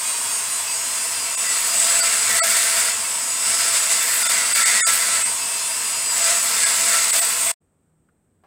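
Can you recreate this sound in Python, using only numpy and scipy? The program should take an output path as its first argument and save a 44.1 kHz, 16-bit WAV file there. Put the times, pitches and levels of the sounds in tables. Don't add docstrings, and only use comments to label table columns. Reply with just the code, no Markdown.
import sys
import numpy as np
from scipy import signal
from scipy.fft import rfft, irfft, next_fast_len
from scipy.io import wavfile
from scipy.ndimage import uniform_filter1d, map_coordinates

SR = 44100
rng = np.random.default_rng(int(sys.argv[2]) if len(sys.argv) > 2 else 0)


def digitize_waveform(pressure):
    field = np.atleast_2d(pressure).T
    bounded = np.clip(field, -1, 1)
    quanta = np.round(bounded * 32767).astype(np.int16)
    wavfile.write(sys.argv[1], SR, quanta)


N = 373086
TIME = np.arange(N) / SR


def amp(db):
    return 10 ** (np.asarray(db) / 20)


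def unit(x):
    return x / np.sqrt(np.mean(x ** 2) + 1e-20)


def along(points, hz):
    f, v = np.transpose(points)
    return np.interp(np.log(hz + 1), np.log(f + 1), v)


def curves(rows):
    s, *cols = np.transpose(rows)
    return [np.interp(TIME, s, c) for c in cols]


def wobble(rate):
    coarse = TIME[::64]
    knots = rng.standard_normal(int(TIME[-1] * rate) + 4)
    return np.interp(TIME, coarse, map_coordinates(knots, [coarse * rate]))


def swell(s, length):
    return np.sin(np.pi * np.clip((TIME - s) / length + .5, 0, 1))


def noise():
    return rng.standard_normal(N)


def filtered(x, response):
    m = next_fast_len(N + SR // 2)
    return irfft(rfft(x, m) * response(np.fft.rfftfreq(m, 1 / SR)), m)[:N]


def coloured(x, spectrum):
    return unit(filtered(x, lambda hz: amp(along(spectrum, hz))))


def resonance(f, hz, width):
    return 1j * f * width / (hz * hz - f * f + 1j * f * width)


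def resonating(x, modes):
    return unit(filtered(x, lambda f: sum(amp(db) * resonance(f, hz, width) for hz, width, db in modes)))


def band(x, hz, width):
    return unit(filtered(x, lambda f: resonance(f, hz, width) ** 2))


# frequency in Hz, relative level in dB.
QUIET = [(15, -36), (25, -6), (33, -13), (86, 1), (126, -8), (161, -0.5), (307, -7), (1060, -22),
         (1390, -22), (1680, -26), (4820, -40), (6660, -36), (8270, -21), (9990, -40), (15800, -38)]
# start in seconds, level in dB, pitch in Hz, width in Hz, t60 in seconds.
TAPS = [(8.087, -57, 1480, 420, 0.045), (8.436, -54.5, 696, 800, 0.3)]
QUIET_S = 7.603


def quiet_room():
    out = amp(-66.0) * coloured(noise(), QUIET) + amp(-83.0) * band(noise(), 8300, 900)
    hum_db = np.interp(TIME, [7.65, 7.9, 8.05, 8.2], [-82, -66.5, -69, -85.5])
    out += amp(hum_db) * np.sin(2 * np.pi * 157 * TIME)
    for s, db, hz, width, t60 in TAPS:
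        age = np.maximum(TIME - s, 0)
        contact = band(noise(), hz, width) + amp(-20.5) * noise()
        onset = 1 - np.exp(-age / .0005)
        out += amp(db - 60 * age / t60) * onset * contact
    fade_in = np.clip((TIME - QUIET_S) / .015, 0, 1)
    return out * fade_in


# frequency in Hz, width in Hz, relative level in dB.
DRONE = [(100.5, 6, -2), (112.8, 8, -8)]


def drone():
    level_db = np.interp(TIME, [1.5, 2.6, 7.5], [-61, -56.5, -58.5])
    return amp(level_db) * resonating(noise(), DRONE)


# frequency in Hz, t60 in seconds.
WALLS = [(200, 0.14), (2000, .35), (8000, .25), (15000, 0.09)]


def echoes(x):
    hz, t, z = signal.stft(rng.standard_normal(SR // 2), SR, nperseg=256)
    decay = amp(-60 * t / along(WALLS, hz)[:, None])
    tail = signal.istft(z * decay, SR, nperseg=256)[1]
    return signal.fftconvolve(x, tail / np.linalg.norm(tail))[:N]


def workshop(x, wet_db):
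    return (x + amp(wet_db) * echoes(x)) / np.hypot(1, amp(wet_db))


# frequency in Hz, relative level in dB.
EXHAUST = [(30, -38), (80, -35.5), (170, -20.5), (280, -16), (420, -16), (800, -15.5), (1700, -8.5),
           (3000, -8.5), (4000, -12.5), (4900, -8), (6000, -8.5), (7000, -7), (8100, 1), (9300, -6.5),
           (10800, -17.5), (13000, -15.5), (15800, -19.5)]
# frequency in Hz, width in Hz, relative level in dB.
HOLLOW = [(658, 96, -6.5), (927, 110, -1), (1049, 117, 1.5)]


def exhaust(angle, hiss_db, hollow_db, puff):
    hiss = coloured(noise() * (1 + puff * np.cos(angle)), EXHAUST)
    hollow = unit(sum(amp(db) * band(noise(), hz, width) for hz, width, db in HOLLOW))
    return amp(hiss_db + .4 * wobble(8.6)) * hiss + amp(hollow_db) * hollow


# frequency in Hz, relative level in dB.
BUZZ = [(150, -34.5), (700, -10.5), (2000, -9.5), (5500, -17.5), (7000, -1), (8300, 0.5), (9900, -0.5),
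        (11500, -7.5), (14000, -16), (15800, -19.5)]


def sum_of_orders(turn, count):
    return turn * (1 - turn ** count) / (1 - turn)


def buzz(angle):
    puffs = np.real(sum_of_orders(np.exp(1j * angle), count=70))
    return coloured(echoes(puffs), BUZZ)


# time in seconds, turns a second in Hz.
SPEED = [(0.0, 206.7), (0.24, 208.9), (1.2, 221.8), (1.68, 225.3), (2.28, 222.4), (2.44, 217.4),
         (2.6, 219.8), (2.84, 217.9), (3.4, 223.2), (3.64, 223.1), (4.2, 220.0), (4.92, 213.1),
         (5.12, 213.0), (5.84, 221.8), (6.2, 223.7), (6.92, 219.0), (7.24, 215.1), (7.52, 214.6)]


def spindle(load, free_jitter, load_jitter):
    speed, = curves(SPEED)
    unsteady = free_jitter * wobble(25) + load_jitter * load * wobble(60)
    return 2 * np.pi * np.cumsum(speed * (1 + unsteady)) / SR


# multiple of the spindle speed, relative level in dB, tuned spindle speed in Hz,
# width of the tuning in Hz, swell in dB.
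LEAD = [(12, -44, 215, 4, 3), (22, -40.5, 224.5, 2, 7), (24, -52, 219, 6, 10), (35, -44, 223.5, 4, 15),
        (39, -38, 214.5, 1.6, 10.5), (42, -37.5, 211, 3.2, 10)]
# multiple of the spindle speed, relative level in dB.
ORDERS = [(16, -47.5), (19, -44.5), (31, -39), (32, -40), (36, -40), (37, -38.5), (38, -40), (40, -42.5),
          (44, -40.5), (45, -55), (46, -51.5), (58, -50)]


def whine(angle, lead_db, rest_db, lead_flutter_db, rest_flutter_db):
    speed, = curves(SPEED)

    def tone(k):
        return np.sqrt(2) * np.sin(round(k) * angle + rng.uniform(0, 2 * np.pi))

    def fading(depth_db, rate):
        return unit(amp(depth_db * np.tanh(wobble(rate) + .5)))

    lead = np.zeros(N)
    for k, db, hz, width, swell_db in LEAD:
        tuned = np.exp(-((speed - hz) / width) ** 2)
        lead += amp(db + swell_db * tuned) * fading(lead_flutter_db, 22) * tone(k)
    rest = sum(amp(db) * fading(rest_flutter_db, 11) * tone(k) for k, db in ORDERS)
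    return amp(lead_db) * lead + amp(rest_db) * rest


# centre in seconds, length in seconds,
# multiple of the spindle speed, peak level in dB before flutter.
FLARES = [(0.15, .7, 42, -30), (0.1, 0.43, 22, -39), (2.75, .45, 42, -31), (3.52, .5, 22, -33),
          (3.6, .5, 24, -32.5), (5.1, .4, 42, -30.5)]


def flares(angle, flutter_db):
    out = np.zeros(N)
    for s, length, k, db in FLARES:
        tone = np.sqrt(2) * np.sin(round(k) * angle)
        out += amp(db + flutter_db * wobble(20)) * swell(s, length) * tone
    return out


# centre in seconds, length in seconds,
# mean pitch in Hz, peak level in dB.
SQUEALS = [(1.486, 0.1, 1980, -32.5), (2.016, 0.057, 1433, -30), (2.02, .05, 4650, -28),
           (2.076, 0.063, 2070, -29.5), (2.32, 0.082, 1954, -26), (2.396, 0.056, 1964, -25),
           (2.417, 0.082, 1314, -31.5), (2.42, 0.081, 671, -32.5), (4.79, 0.097, 1930, -23),
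           (4.839, 0.07, 1770, -35), (4.805, .06, 3650, -31.5), (4.814, 0.036, 4700, -32.5),
           (4.845, 0.072, 6850, -25.5), (4.243, .04, 4870, -31), (6.657, 0.078, 1656, -28.5)]


def squeals(waver):
    out = np.zeros(N)
    clock = TIME + waver * np.cumsum(wobble(150)) / SR
    for s, length, hz, db in SQUEALS:
        on = np.abs(TIME - s) < length / 2
        rise_and_fall = np.cos(np.pi * (TIME[on] - s) / length)
        out[on] += amp(db) * rise_and_fall * np.sqrt(2) * np.sin(2 * np.pi * hz * clock[on])
    return out


# centre in seconds, length in seconds, peak level in dB
HOWLS = [(1.92, .42, -36.5), (2.43, .2, -32.5), (2.72, .45, -39.5), (6.29, .22, -34.5), (6.92, .25, -38),
         (7.19, .14, -36), (7.48, .2, -37.5)]
HOWL_HZ = 672
HOWL_DB = -24


def howl(force_db, waver, flutter_db):
    bouts = sum(amp(db) * swell(s, length) for s, length, db in HOWLS)
    level = np.hypot(amp(force_db + HOWL_DB), bouts) * amp(flutter_db * wobble(70))
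    pitch = HOWL_HZ * (1 + waver * wobble(130))
    return level * np.sqrt(2) * np.sin(2 * np.pi * np.cumsum(pitch) / SR)


# time in seconds, force in dB,
# cylinder ring over the force in dB, sizzle over the force in dB; grinding() trims the layers.
PRESSES = [
    [(1.44, -27, -14, -19), (1.48, -26.5, -7, -18.5), (1.62, -26.5, -12, -8.5), (1.95, -21, -9, -14.5),
     (2.08, -21, -6.5, -14), (2.2, -24, -12.5, -17), (2.34, -21, -5.5, -10), (2.82, -23, -5.5, -10),
     (2.88, -25, -2.5, -15)],
    [(3.46, -23.5, -9.5, -17), (3.77, -22.5, -9.5, -14), (3.84, -25, -10.5, -12), (3.93, -21.5, -13, -19),
     (4.02, -25.0, -3, -5.5), (4.17, -25, -5, -2.5), (4.28, -20.5, -4.5, -12), (4.49, -24, -4.5, -14.5),
     (4.59, -20.5, -1, -10.5), (4.78, -20.5, -5, -19.5), (4.96, -23.0, -5.5, -6), (5.2, -25, -3.5, -19.5)],
    [(6.17, -23.5, -10.5, -12.5), (6.26, -21.5, -8.5, -18), (6.44, -24.5, -14, -8.5),
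     (6.64, -21, -4.5, -17.5), (6.76, -22.5, -10.5, -11), (6.92, -20.5, -3, -11), (7.07, -24, -10.5, -13),
     (7.14, -20, -8.5, -9), (7.37, -27.5, -11.5, -5), (7.5, -28, -5, -4)],
]
BITE_DB_PER_S, LIFT_DB_PER_S = 148.5, 136.5
SKIM_DB = -37.5


def pressing():
    forces, rings, sizzles = [], [], []
    for press in PRESSES:
        force_db, ring_db, sizzle_db = curves(press)
        early = np.maximum(press[0][0] - TIME, 0)
        late = np.maximum(TIME - press[-1][0], 0)
        force_db = force_db - BITE_DB_PER_S * early - LIFT_DB_PER_S * late
        forces.append(force_db)
        rings.append(force_db + ring_db)
        sizzles.append(force_db + sizzle_db)
    skim_db = np.where(TIME > PRESSES[0][0][0], SKIM_DB, -120)
    return np.maximum(np.max(forces, axis=0), skim_db), np.max(rings, axis=0), np.max(sizzles, axis=0)


# frequency in Hz, relative level in dB.
SCRAPE = [(150, -40), (300, -22.5), (430, -11.5), (560, -4), (800, -7), (1150, -2.5), (2600, 2),
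          (3200, -0.5), (4700, 3), (5800, 0), (7000, 5.5), (9900, 2), (11500, -11), (15500, -14)]
SHRIEK = [(5000, -48.5), (6700, -19), (7400, -7), (7650, -0.5), (8050, 2), (8500, -5.5), (9100, -10.5),
          (10200, -16.5), (12000, -39)]
SIZZLE = [(8000, -29.5), (10500, 4), (12500, -6), (14100, 5), (15200, -4.5)]
# frequency in Hz, width in Hz, relative level in dB.
CYLINDER = [(1343, 32, -4), (1444, 49, -4), (1538, 45, -5), (1672, 50, -2), (1830, 170, 2.5), (1966, 65, 3),
            (2064, 110, 3.5), (2254, 110, -1), (3560, 83, -0.5), (4470, 120, -2.5), (4910, 280, -8.5),
            (6900, 75, -5.5)]
# centre in seconds, length in seconds, surge in dB.
DIGS = [(1.8, 0.2, 6), (2.5, .35, 2.5), (3.5, .12, 3.5), (3.73, 0.12, 2.5), (3.92, .12, 3.5),
        (6.64, .12, 3.5), (7.22, .12, 3), (7.42, .14, 5)]
SHRIEK_DB, SHRIEK_GROWS = -6.5, 0.76


def grinding(angle, bite, chip_db, judder_db, roam_db, spit_db, rocking_db):
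    force_db, ring_db, sizzle_db = pressing()
    contact = np.exp(bite * np.cos(angle)) * amp(chip_db * wobble(520) + judder_db * wobble(35))

    def chips():
        return contact * noise()

    scrape = amp(force_db + 0.13) * coloured(chips(), SCRAPE)
    dig_db = sum(db * swell(s, length) for s, length, db in DIGS)
    shriek_db = SHRIEK_DB + SHRIEK_GROWS * force_db + dig_db + rocking_db * wobble(11)
    shriek = amp(shriek_db) * coloured(chips(), SHRIEK)
    shaking = chips()
    modes = sum(amp(db + roam_db * wobble(18)) * band(shaking, hz, width) for hz, width, db in CYLINDER)
    ring = amp(ring_db + 0.06) * unit(modes)
    spits = chips() * amp(spit_db * wobble(900))
    sizzle = amp(sizzle_db + 2.0) * coloured(spits, SIZZLE)
    return scrape + shriek + ring + sizzle


# centre in seconds, length in seconds, depth in dB.
THINNING = [(1.364, 0.015, -18), (2.018, 0.023, -8), (2.415, 0.032, -33), (4.243, 0.014, -12.5),
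            (4.283, 0.012, -22), (4.541, 0.012, -14.5), (4.646, 0.017, -17), (4.838, 0.05, -44.5),
            (5.24, 0.026, -7), (6.649, .014, -9), (7.12, 0.015, -16), (7.207, 0.013, -14)]


def thinned(x, whistle_db):
    z = signal.stft(x, nperseg=1024)[2]
    power = np.abs(z) ** 2
    around = np.abs(uniform_filter1d(power, size=70, axis=0))
    threshold = amp(whistle_db) ** 2 * (around / 2 + power.mean(axis=0))
    strong = uniform_filter1d(power, size=3, axis=1) > threshold
    whistles = signal.istft(z * strong, nperseg=1024)[1][:N]
    dip_db = sum(depth * (np.abs(TIME - s) < length / 2) for s, length, depth in THINNING)
    hold = amp(uniform_filter1d(dip_db, size=384))
    return hold * x + (1 - hold) * amp(3.5) * whistles


STOP_S = 7.515


def scene():
    force_db = pressing()[0]
    load = amp(force_db - force_db.max())
    angle = spindle(load ** 2, free_jitter=.0002, load_jitter=.0025)
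    tones = whine(angle, lead_db=0.5, rest_db=0.5, lead_flutter_db=10, rest_flutter_db=9)
    tones += amp(-32.5) * buzz(angle)
    thump = amp(-49.5 + 3.2 * wobble(25)) * np.sqrt(load) * np.sin(angle)
    air = exhaust(angle, hiss_db=-25.5, hollow_db=-39.5, puff=0.12)
    metal = grinding(angle, bite=0.17, chip_db=1.5, judder_db=1, roam_db=2.0, spit_db=4.5, rocking_db=.8)
    singing = howl(force_db, waver=.02, flutter_db=2) + flares(angle, flutter_db=2.5) + squeals(waver=0.00478)
    everything = tones + thump + singing + workshop(air + metal, wet_db=-6.0) + drone()
    work = thinned(everything, whistle_db=3.5)
    stop_db = np.interp(TIME - STOP_S, [0, .006, .025, .04], [-0.5, -23, -28, -120])
    mono = work * amp(stop_db) + quiet_room()
    return np.array([mono, mono])


TOP_HZ = 15800


def record(dry):
    def roll_off(hz):
        return 1 / np.sqrt(1 + (hz / TOP_HZ) ** 240)

    return np.array([filtered(channel, roll_off) for channel in dry])


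dry = scene()
out = record(dry)
digitize_waveform(out)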